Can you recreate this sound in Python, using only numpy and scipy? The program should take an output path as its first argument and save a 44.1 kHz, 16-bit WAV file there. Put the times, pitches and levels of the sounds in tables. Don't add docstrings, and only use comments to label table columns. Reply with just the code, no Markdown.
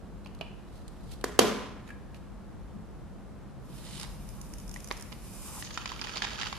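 import sys
import numpy as np
from scipy import signal
from scipy.fft import rfft, irfft, next_fast_len
from scipy.io import wavfile
from scipy.ndimage import map_coordinates

SR = 44100
rng = np.random.default_rng(int(sys.argv[2]) if len(sys.argv) > 2 else 0)


def wrap_up_sound(samples):
    columns = np.atleast_2d(samples).T
    tamed = np.clip(columns, -1, 1)
    steps = np.round(tamed * 32767).astype(np.int16)
    wavfile.write(sys.argv[1], SR, steps)


N = 290178
OPEN_S, FULL_S, FOAM_S, SURGE_S, BREAK_S = 3.595, 3.955, 4.025, 5.132, 5.615


# centre_hz, width_hz, level_db
SPOUT_PEAKS = [(1900, 320, 0), (2400, 310, 2.5), (2970, 140, 3.5), (3690, 51, 7.5), (4980, 680, 5.5),
               (6170, 340, 3.5), (6960, 240, 2.5), (8660, 560, 4.5), (9730, 430, 4)]


def spray():
    jet = hiss() + spurts() + gurgle() + spits() + wheeze() + pops() + sputter()
    return coloured(jet, [(1000, 0)], SPOUT_PEAKS)


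# freq_hz, level_db (per Hz)
GAS_TONE = [(400, -14), (1050, -9), (1600, -4.5), (2500, -4.5), (3000, 1), (4200, -3), (5800, -8.5),
            (7500, -4), (11000, -7), (13500, -25), (16000, -27)]
# freq_hz, level_db (per Hz)
FOAM_TONE = [(300, -15), (650, -16), (950, 2), (1800, -7), (2600, -2), (4200, -5.5), (5200, -5), (7200, -3),
             (9900, -1), (13500, 4.5), (16000, -17.5)]
# centre_hz, width_hz, level_db
NOZZLE_PEAKS = [(2450, 280, 2.5), (5200, 220, 5), (5930, 270, 4.5), (7130, 300, 4), (9800, 340, 4.5),
                (11360, 410, 3)]
# centre_hz, width_hz, level_db
SHEEN_PEAKS = [(8000, 2400, 7.5)]


def hiss():
    gas_noise = pair([(1000, 0.95), (8000, 0.13)], size=N)
    gas_noise = gas_noise * amp(1.6 * wobble(350) + 0.91 * wobble(45))
    gas = unit(coloured(gas_noise, GAS_TONE, [(4150, 400, 4.4)]))
    tearing = pair([(1000, 0.91), (6000, 0.027)], size=N)
    tearing = tearing * amp(1.2 * wobble(900) + 1.2 * wobble(40))
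    fizz = unit(coloured(tearing, FOAM_TONE, NOZZLE_PEAKS))
    bright_fizz = unit(coloured(tearing, FOAM_TONE, NOZZLE_PEAKS + SHEEN_PEAKS))
    foam = foam_flow() * fizz + surge() * bright_fizz
    return gas_flow() * gas * pan(-4.5) + foam * pan(-1.4)


def gas_flow(level_db=-48.5, power=1.8, choke_db_per_s=334):
    opening = ramp(OPEN_S, FULL_S - OPEN_S)
    return opening ** power * amp(level_db - choke_db_per_s * since(FOAM_S))


def foam_flow(level_db=-57, rise_s=0.16, broken_loss_db=3):
    return ramp(OPEN_S, rise_s) * amp(level_db - broken_loss_db * ramp(BREAK_S, 0.16))


def surge(level_db=-43, rise_s=0.59, collapse_db_per_s=1200):
    rise = np.sin(np.pi / 2 * ramp(SURGE_S, rise_s)) ** 2
    return rise * amp(level_db - collapse_db_per_s * since(BREAK_S))


# freq_hz, level_db (per Hz)
BURST_TONE = [(150, -9.5), (550, -8.5), (850, 3), (1600, 1), (2400, 1), (3200, 3), (4200, -0.5), (5300, -2),
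              (6100, -6), (7000, -4), (7800, -13.5), (11000, -27), (16000, -54)]


def sputter(per_second=340, spread_db=4.6, clump_db=3.3, rush=0.2, wet=0.9):
    t = np.arange(SR // 150) / SR
    at = np.flatnonzero(rng.random(N) < per_second / SR * amp(clump_db * wobble(90)))
    sizes = amp(spread_db * np.minimum(rng.exponential(size=len(at)), 3))
    hz = np.clip(2100 * np.exp(0.526 * rng.standard_normal((len(at), 1))), 700, 6500)
    rings = sizes[:, None] * np.sin(2 * np.pi * hz * t) * np.exp(-hz * t / 1.7)
    places = at[:, None] + np.arange(len(t))
    bubbles = np.bincount(places.ravel(), rings.ravel(), N)[:N]
    ticks = coloured(np.bincount(at, sizes, N), BURST_TONE)
    pockets = unit(ticks) + wet * unit(bubbles)
    reflections = burst(scatter=0.13, t60=0.023, side_db=2.5)
    crackle = signal.fftconvolve(pockets[None], reflections, axes=1)[:, :N]
    jet = unit(coloured(pair([(1000, 0.57), (5000, 0.18)], size=N), BURST_TONE))
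    jet = jet * amp(1.6 * wobble(70))
    strength = ramp(BREAK_S, 0.13) * swell(6.266, db=-43, rise=1.4, hold=0.25, fall=0.14)
    return strength * unit(unit(crackle) + rush * jet) * pan(-7.0)


# start_s, level_db, pitch_hz
POPS = [(4.0405, -32.5, 1090), (4.048, -39, 2090), (4.06, -46, 1110), (5.121, -35, 1010),
        (5.126, -32, 2450), (5.6247, -28.5, 1900), (5.6725, -34.5, 2800), (5.7072, -31.5, 1810),
        (5.7752, -20.5, 1400), (5.8577, -21, 2050), (5.9182, -26.5, 1090), (5.9932, -31, 2400),
        (6.014, -26, 4940), (6.0194, -25.5, 1820), (6.04, -29.5, 2970), (6.047, -32, 4520),
        (6.071, -26.5, 1850), (6.094, -26.5, 1560), (6.117, -32, 1850), (6.1583, -27.5, 4400),
        (6.1628, -25, 820), (6.171, -22, 4400), (6.1786, -26, 5000), (6.2207, -17.5, 1850),
        (6.2232, -24, 3130), (6.2315, -25, 2970), (6.2385, -24, 895), (6.244, -20.5, 2900),
        (6.2485, -21.5, 1900), (6.2494, -28, 900), (6.27, -27.5, 1810), (6.282, -32, 1400),
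        (6.3055, -28.5, 1900), (6.3133, -35, 1600), (6.3185, -33, 1500), (6.3583, -35, 3040),
        (6.383, -30, 1330), (6.3896, -26, 1510), (6.4139, -20, 3100), (6.4211, -23, 1830),
        (6.4318, -21.5, 1770), (6.4603, -28, 1330), (6.4682, -25.5, 1900), (6.472, -26.5, 1290),
        (6.498, -35, 3640), (6.5275, -23, 1100)]


def pops(scatter=0.32):
    out, t = np.zeros((2, N)), np.arange(SR // 50) / SR
    for s, db, hz in POPS:
        spatter = burst(scatter, t60=0.028, side_db=-5)
        tick = coloured(spatter, BURST_TONE, [(hz, 1240, 7)])
        ring = np.sin(2 * np.pi * hz * t) * np.exp(-hz * t / 3)
        add(out, s, amp(db + 2.5) * tick)
        add(out, s, amp(db - 6.5) * ring)
    return out * pan(-2.9)


# start_s, level_db
SPITS = [(4.2885, -41.5), (4.4135, -36.5), (4.5363, -38), (4.588, -53), (4.678, -44), (4.6928, -41),
         (4.7125, -39), (4.7407, -39), (4.7699, -44), (4.803, -41.5), (4.8434, -38), (4.8736, -40),
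         (4.8856, -41), (4.923, -42), (4.9735, -41), (4.997, -44), (5.009, -41), (5.0235, -38)]
# freq_hz, level_db (per Hz)
SPIT_TONE = [(2000, -9.5), (4400, -13.5), (5300, -4.5), (6600, -2.5), (8200, -8.5), (9900, -6),
             (12500, -7.5), (16000, -15)]


def spits(per_second=13, middle_s=4.8, spread_s=0.27, random_db=-44, spread_db=1.5):
    out, u = np.zeros((2, N)), np.arange(SR // 30) / SR / 0.0012
    rate = per_second * np.exp(-.5 * ((np.arange(N) / SR - middle_s) / spread_s) ** 2)
    at = np.flatnonzero(rng.random(N) < rate / SR)
    random_spits = zip(at / SR, random_db + spread_db * rng.standard_normal(len(at)))
    for s, db in [*SPITS, *random_spits]:
        add(out, s, amp(db) * u * np.exp(1 - u))
    hiss_bits = coloured(out * pair([(1000, 0.126)], size=N), SPIT_TONE, NOZZLE_PEAKS)
    return amp(-2.5) * hiss_bits * pan(-4.0)


# start_s, level_db
SPURTS = [(3.997, -39), (4.001, -52), (4.009, -51), (4.012, -41), (4.0235, -52), (4.03, -38.5)]
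# freq_hz, level_db (per Hz)
SPURT_TONE = [(500, -13), (1500, -3), (2600, -1), (4300, 3), (6000, -1), (8000, -6), (11000, -3),
              (13500, -12), (16000, -25)]


def spurts():
    out, u = np.zeros((2, N)), np.arange(SR // 30) / SR / 0.0014
    for s, db in SPURTS:
        add(out, s, amp(db) * u * np.exp(1 - u))
    return amp(1.5) * coloured(out * pair([(1000, 0.17)], size=N), SPURT_TONE) * pan(-6.5)


# full_s, level_db, rise_s, hold_s, fall_s
GURGLES = [(3.888, -61, 0.23, 0.018, 0.079), (4.03, -51.5, 0.052, 0.01, 0.14),
           (4.395, -57, 0.071, 0.013, 0.036), (5.52, -51, 0.13, 0.08, 0.023)]
# freq_hz, level_db (per Hz)
GURGLE_TONE = [(400, -39), (700, -13), (850, 4), (1200, 0), (1500, -10), (2500, -25), (8000, -52)]


def gurgle():
    flutter = pair([(1000, 0.99)], size=N) * amp(3.6 * wobble(90))
    flutter = unit(coloured(flutter, GURGLE_TONE))
    return sum(swell(*row) for row in GURGLES) * flutter * pan(-1.5)


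# full_s, level_db, rise_s, hold_s, fall_s
WHEEZES = [(5.648, -44, 0.033, 0.021, 0.02), (5.738, -45, 0.029, 0.011, 0.024)]
# freq_hz, level_db (per Hz)
WHEEZE_TONE = [(1000, -19), (4000, -5.5), (5500, -6), (6500, 1), (7300, -5.5), (8000, -21), (16000, -30)]


def wheeze():
    air = pair([(1000, 0.3)], size=N) * amp(2.5 * wobble(300))
    air = unit(coloured(air, WHEEZE_TONE))
    return sum(swell(*row) for row in WHEEZES) * air * pan(-2.5)


# start_s, level_db, pitch_hz, ring_db
BUTTON = [(4.7613, -27, 1900, 17), (4.906, -30.5, 900, 7), (4.9123, -17, 600, 4)]
# freq_hz, level_db (per Hz)
BUTTON_TONE = [(150, -3), (450, -5.5), (800, 0.5), (1100, 2.5), (1500, -4.5), (2100, 1.5), (2700, -5.5),
               (4500, -7.5), (6000, -14), (8000, -23), (16000, -36)]


def button():
    near, bare = np.zeros((2, 2, N))
    for s, db, hz, ring_db in BUTTON:
        click = coloured(burst(scatter=0.11, t60=0.031), BUTTON_TONE, [(hz, 800, ring_db)])
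        add(near, s, amp(db + 9.0) * click)
        add(bare, s, amp(db + 8.5) * np.ones(1))
    return near * pan(-3.0) + amp(-6) * room(coloured(bare, BUTTON_TONE))


# freq_hz, level_db
RIM_TONE = [(300, -17), (1000, 9.5), (1800, -24.5), (2500, -6), (3800, -2.5), (5700, 1.5), (7700, 2),
            (11000, -5.5), (17000, -2)]
# freq_hz, level_db
CRACK_TONE = [(300, -6), (1200, -12), (2050, -2), (3000, 3.5), (4000, 1), (6000, 0), (7500, -6), (9000, -9),
              (14000, -5), (17000, -15)]


def plastic(x, rim_db, crack_db):
    return amp(rim_db) * coloured(x, RIM_TONE) + amp(crack_db) * coloured(x, CRACK_TONE)


# start_s, knock_db, hollow_hz, hollow_db, wall_ring_db,
# rim_click_db, crack_db, room_db, left_right_db, left_phase_lag_cycles
CAP_SNAPS = [(1.2418, -0.5, 408, 12, 7.5, -8, -12.5, -8, -1.5, 0.019),
             (1.3918, 14, 440.5, 10.5, -0.5, -3.5, 9, -5, -4.5, 0.22)]
# freq_hz, level_db
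KNOCK_TONE = [(100, -9.5), (200, -4.5), (300, -2), (400, 2.5), (600, 0), (750, 2), (860, -4), (1000, 3.5),
              (1400, -1.5), (1800, -3.5), (2200, -9.5), (3500, -42), (16000, -52)]
# delay_s, level_db
ECHOES = [(0.004, -14.5), (0.019, -18.5), (0.053, -17.5), (0.137, -28)]
# pitch_hz, level_db, t60_s
TABLE_MODES = [(201.7, -19.5, 0.87), (222.2, -17.5, 0.99), (259.4, -16, 0.69), (270, -18, 0.78),
               (341, -17.5, 0.4), (364, -21.5, 0.51), (417, -15, 0.13), (489, -11.5, 0.5), (605, -20, 0.77),
               (690, -22, 0.33), (775, -22.5, 0.39), (938, -31, 0.28), (1020, -19, 0.75), (1190, -26, 0.48)]


def cap():
    out, snap = np.zeros((2, 2, N))
    t = np.arange(SR) / SR
    step = 1. * (t == 0)
    for s, knock_db, hz, hollow_db, wall_db, rim_db, crack_db, room_db, side_db, lag in CAP_SNAPS:
        peaks = [(hz, 230, hollow_db), (1800, 650, wall_db)]
        knock = amp(knock_db) * coloured(step, KNOCK_TONE, peaks)
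        near = np.zeros((1, N))
        add(near, s, knock)
        turn = np.exp(-2j * np.pi * np.array([[lag], [0]]))
        out += np.real(signal.hilbert(near, next_fast_len(N))[:, :N] * turn) * pan(side_db)
        scrape = plastic(rasp(alike=0.527, t60=0.0069), rim_db, crack_db)
        add(out, s - .0013, amp(-8.5) * scrape)
        release = plastic(rasp(alike=0.65, t60=0.023), rim_db, crack_db)
        add(out, s + .0004, amp(-1.5) * release * pan(side_db - 2))
        for delay, echo_db in ECHOES:
            add(out, s + delay, amp(echo_db) * knock)
        table = ringing(TABLE_MODES, apart=0.079) * (1 - np.exp(-t / 0.0027))
        add(out, s, amp(knock_db + room_db - 24.5) * table)
        add(snap, s, amp(room_db) * knock + plastic(step, rim_db - 9.5, crack_db - 6.5))
    return out + room(snap) * amp(0.96 * wobble(90)) * pan(-0.68)


# start_s, level_db
CAP_SCRAPES = [(1.875, -56), (1.89, -50.5), (1.904, -47.5)]
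# freq_hz, level_db (per Hz)
CAP_SCRAPE_TONE = [(400, -12), (1000, -4.5), (1400, -6.5), (1700, 6), (2000, -13), (2350, 1.5), (2750, -8),
                   (3500, -22), (8000, -23), (16000, -28.5)]
# pitch_hz, level_db, t60_s
LOOSE_CAP_MODES = [(1660, 2, 0.13), (2360, -2, 0.08), (2560, -6, 0.08)]


def loose_cap():
    out = np.zeros((2, N))
    for s, db in CAP_SCRAPES:
        add(out, s, amp(db - 4) * ringing(LOOSE_CAP_MODES, apart=0.1))
        add(out, s, amp(db + 26.5) * coloured(rasp(alike=0.56, t60=0.033), CAP_SCRAPE_TONE))
    return out + amp(-7) * room(out)


# start_s, level_db, ring_db (against the tick), tick_hz
TAPS = [(0.247, -45, -31, 4100), (0.26, -44, 0.5, 2900), (0.271, -42, -25, 4050), (0.349, -43, -17, 6440),
        (0.389, -46, -25, 4100), (0.411, -38, 6.5, 2480), (0.88, -36.5, -29, 8400),
        (1.212, -38.5, -16, 8000), (1.877, -43, -19.5, 6870), (2.145, -41.5, -7.5, 3810)]
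# freq_hz, level_db
CAN_TONE = [(300, -4), (1000, -4.5), (1600, -18), (2200, -15.5), (2400, -3.5), (2650, -5), (2960, 1.5),
            (3100, -10), (3280, -10.5), (3600, -20.5), (4100, -16), (5000, -21.5), (8000, -40),
            (16000, -43)]
# fastest_s, level_db, rise_s, fall_s
STROKES = [(0.77, -69.5, 0.16, 0.07), (1.06, -71.5, 0.42, 0.37), (1.13, -59, 0.051, 0.039),
           (1.885, -68, 0.055, 0.061), (2.168, -66, 0.04, 0.018)]
# freq_hz, level_db (per Hz)
RUB_TONE = [(500, -7), (1700, -12), (4000, 0), (6000, -7), (9000, -8), (13000, -9), (16000, -17)]


def handling():
    out, t = np.zeros((2, N)), np.arange(SR // 2) / SR
    dying = amp(-60 * t / 0.023)
    for s, db, ring_db, hz in TAPS:
        tick = coloured(pair([(1000, 0.17)], size=len(t)) * dying, RUB_TONE, [(hz, 450, 9)])
        rough_tail = amp(-18 - 60 * t / 0.33 + 3 * wobble(110)[:len(t)])
        shell = coloured(pair([(1000, 0.499)], size=len(t)), CAN_TONE) * (dying + rough_tail)
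        add(out, s, amp(db) * (amp(-8.5) * tick + amp(ring_db + 2.5) * shell))
    rub = pair([(1000, 0.27)], size=N) * amp(2.2 * wobble(119.7))
    slide = unit(coloured(rub, RUB_TONE))
    speed = sum(swell(s, db, rise, 0, fall) for s, db, rise, fall in STROKES)
    out += amp(7.0) * speed * slide
    return out * pan(-4.0) + amp(-9.5) * room(out)


# freq_hz, likeness (0 to 1)
ROOM_ALIKE = [(60, 0), (150, 0.37), (380, 0.47), (950, 0.69), (2400, 0.62), (6000, 0.14), (15000, 0.44)]
# freq_hz, t60_s
ROOM_DECAY = [(150, 0.78), (400, 0.63), (1500, 0.95), (5000, 0.65), (11000, 0.53), (16000, 0.292)]
# freq_hz, level_db
ROOM_COLOUR = [(60, -4), (150, 8), (280, -1.5), (500, -4), (1000, -2.5), (3000, -0.5), (6000, -0.5),
               (14000, -2.5)]


def room(x):
    hz, t, z = signal.stft(pair(ROOM_ALIKE, size=SR), SR, nperseg=256)
    decay_db = 60 * t / along(ROOM_DECAY, hz)[:, None]
    fade = amp(along(ROOM_COLOUR, hz)[:, None] - decay_db)
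    tail = signal.istft(z * fade * (1 - np.exp(-t / 0.0015)), SR, nperseg=256)[1]
    tail = tail / np.linalg.norm(tail[0])
    return signal.fftconvolve(x.mean(0)[None], tail, axes=1)[:, :N]


# freq_hz, level_db (per Hz)
ROOM_TONE = [(15, -27), (25, -2), (48, 4.5), (76, -4), (173, -6.5), (202, -1.5), (231, -9), (353, -13),
             (436, -17), (472, -15.5), (666, -19), (1260, -24), (2310, -35), (14000, -47.5)]
# full_s, level_db, rise_s, hold_s, fall_s, centre_hz
RUMBLES = [(2.762, -43, 0.076, 0.054, 0.046, 210), (2.971, -47.5, 0.15, 0.046, 0.29, 54),
           (3.65, -51.5, 0.57, 0.57, 0.4, 135), (4.102, -45.5, 0.43, 0.62, 0.47, 45)]
# freq_hz, level_db (per Hz)
RUMBLE_TONE = [(15, -17.5), (35, -1), (50, -4), (80, -8), (135, -0.5), (200, -1.5), (400, -38),
               (1500, -80.5)]


def room_tone():
    steady = amp(-45.0) * unit(coloured(pair(ROOM_ALIKE, size=N), ROOM_TONE))
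    rumble = np.zeros((2, N))
    for *shape, hz in RUMBLES:
        noise = coloured(pair([(60, 0.36)], size=N), RUMBLE_TONE, [(hz, 35, 16)])
        rumble += swell(*shape) * unit(noise)
    return steady * pan(0.27) + rumble * pan(3.6)


def amp(db):
    return 10 ** (np.asarray(db) / 20)


def unit(x):
    return x / np.sqrt(np.mean(x ** 2) + 1e-20)


def along(points, hz):
    f, v = np.transpose(points)
    return np.interp(np.log(hz + 1), np.log(f + 1), v)


def wobble(rate):
    knots = rng.standard_normal(int(N * rate / SR) + 4)
    return map_coordinates(knots, [np.arange(N) * rate / SR])


def pan(db):
    return amp([[db / 2], [-db / 2]])


def add(track, s, sound):
    part = track[:, max(round(s * SR), 0):][:, :sound.shape[-1]]
    part += sound[..., :part.shape[1]]


def coloured(x, tone, peaks=()):
    n = x.shape[-1]
    m = 2 * next_fast_len(n // 2 + 2048)
    hz = np.fft.rfftfreq(m, 1 / SR)
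    level_db = along(tone, hz)
    for f, width, db in peaks:
        level_db = level_db + db / (1 + (2 * (hz - f) / width) ** 2)
    cepstrum = irfft(np.log(unit(amp(level_db)))) * (1 + np.sign(m // 2 - np.arange(m)))
    cepstrum[0] /= 2
    return irfft(rfft(x, m) * np.exp(rfft(cepstrum)), m)[..., :n]


def pair(alike, size):
    turn = np.arccos(np.clip(along(alike, np.fft.rfftfreq(size, 1 / SR)), -1, 1)) / 2
    spectra = rfft(rng.standard_normal((2, size)))
    mid, side = irfft(spectra * [np.cos(turn), np.sin(turn)], size)
    return np.array([mid + side, mid - side])


def burst(scatter, t60, side_db=0):
    t = np.arange(SR // 30) / SR
    reflections = scatter * rng.standard_normal((2, len(t))) * amp(-60 * t / t60)
    return (t == 0) * pan(side_db) + reflections


def rasp(alike, t60):
    t = np.arange(SR) / SR
    noise = pair([(1000, alike)], size=len(t)) * amp(-60 * t / t60)
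    return unit(noise) / np.sqrt(len(t))


def ringing(modes, apart):
    t = np.arange(SR) / SR
    out = np.zeros((2, SR))
    for f, db, t60 in modes:
        phase = rng.random() + apart * rng.standard_normal((2, 1))
        out += amp(db - 60 * t / t60) * np.sin(2 * np.pi * (f * t + phase))
    return out


def since(s):
    return np.maximum(np.arange(N) / SR - s, 0)


def ramp(s, length):
    return np.minimum(since(s) / length, 1)


def swell(s, db, rise, hold, fall):
    early = np.maximum(s - np.arange(N) / SR, 0)
    return amp(db - 20 * (early / rise + since(s + hold) / fall))


def scene():
    jet = spray()
    direct = np.array([jet[0], np.roll(jet[1], 2)])
    hands = handling() + cap() + loose_cap() + button()
    return direct + hands + amp(-7.5) * room(jet) + room_tone()


# freq_hz, level_db
MICROPHONE = [(12, -19), (28, -7.5), (42, 1), (11000, -1), (14000, -8.5), (15800, -20)]


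def record(dry, top_hz=15800):
    limited = dry / (1 + (dry / .9) ** 6) ** (1 / 6)
    m = next_fast_len(N + SR // 2)
    hz = np.fft.rfftfreq(m, 1 / SR)
    response = amp(along(MICROPHONE, hz)) * (hz < top_hz)
    return irfft(rfft(limited, m) * response, m)[:, :N]


dry = scene()
out = record(dry)
wrap_up_sound(out)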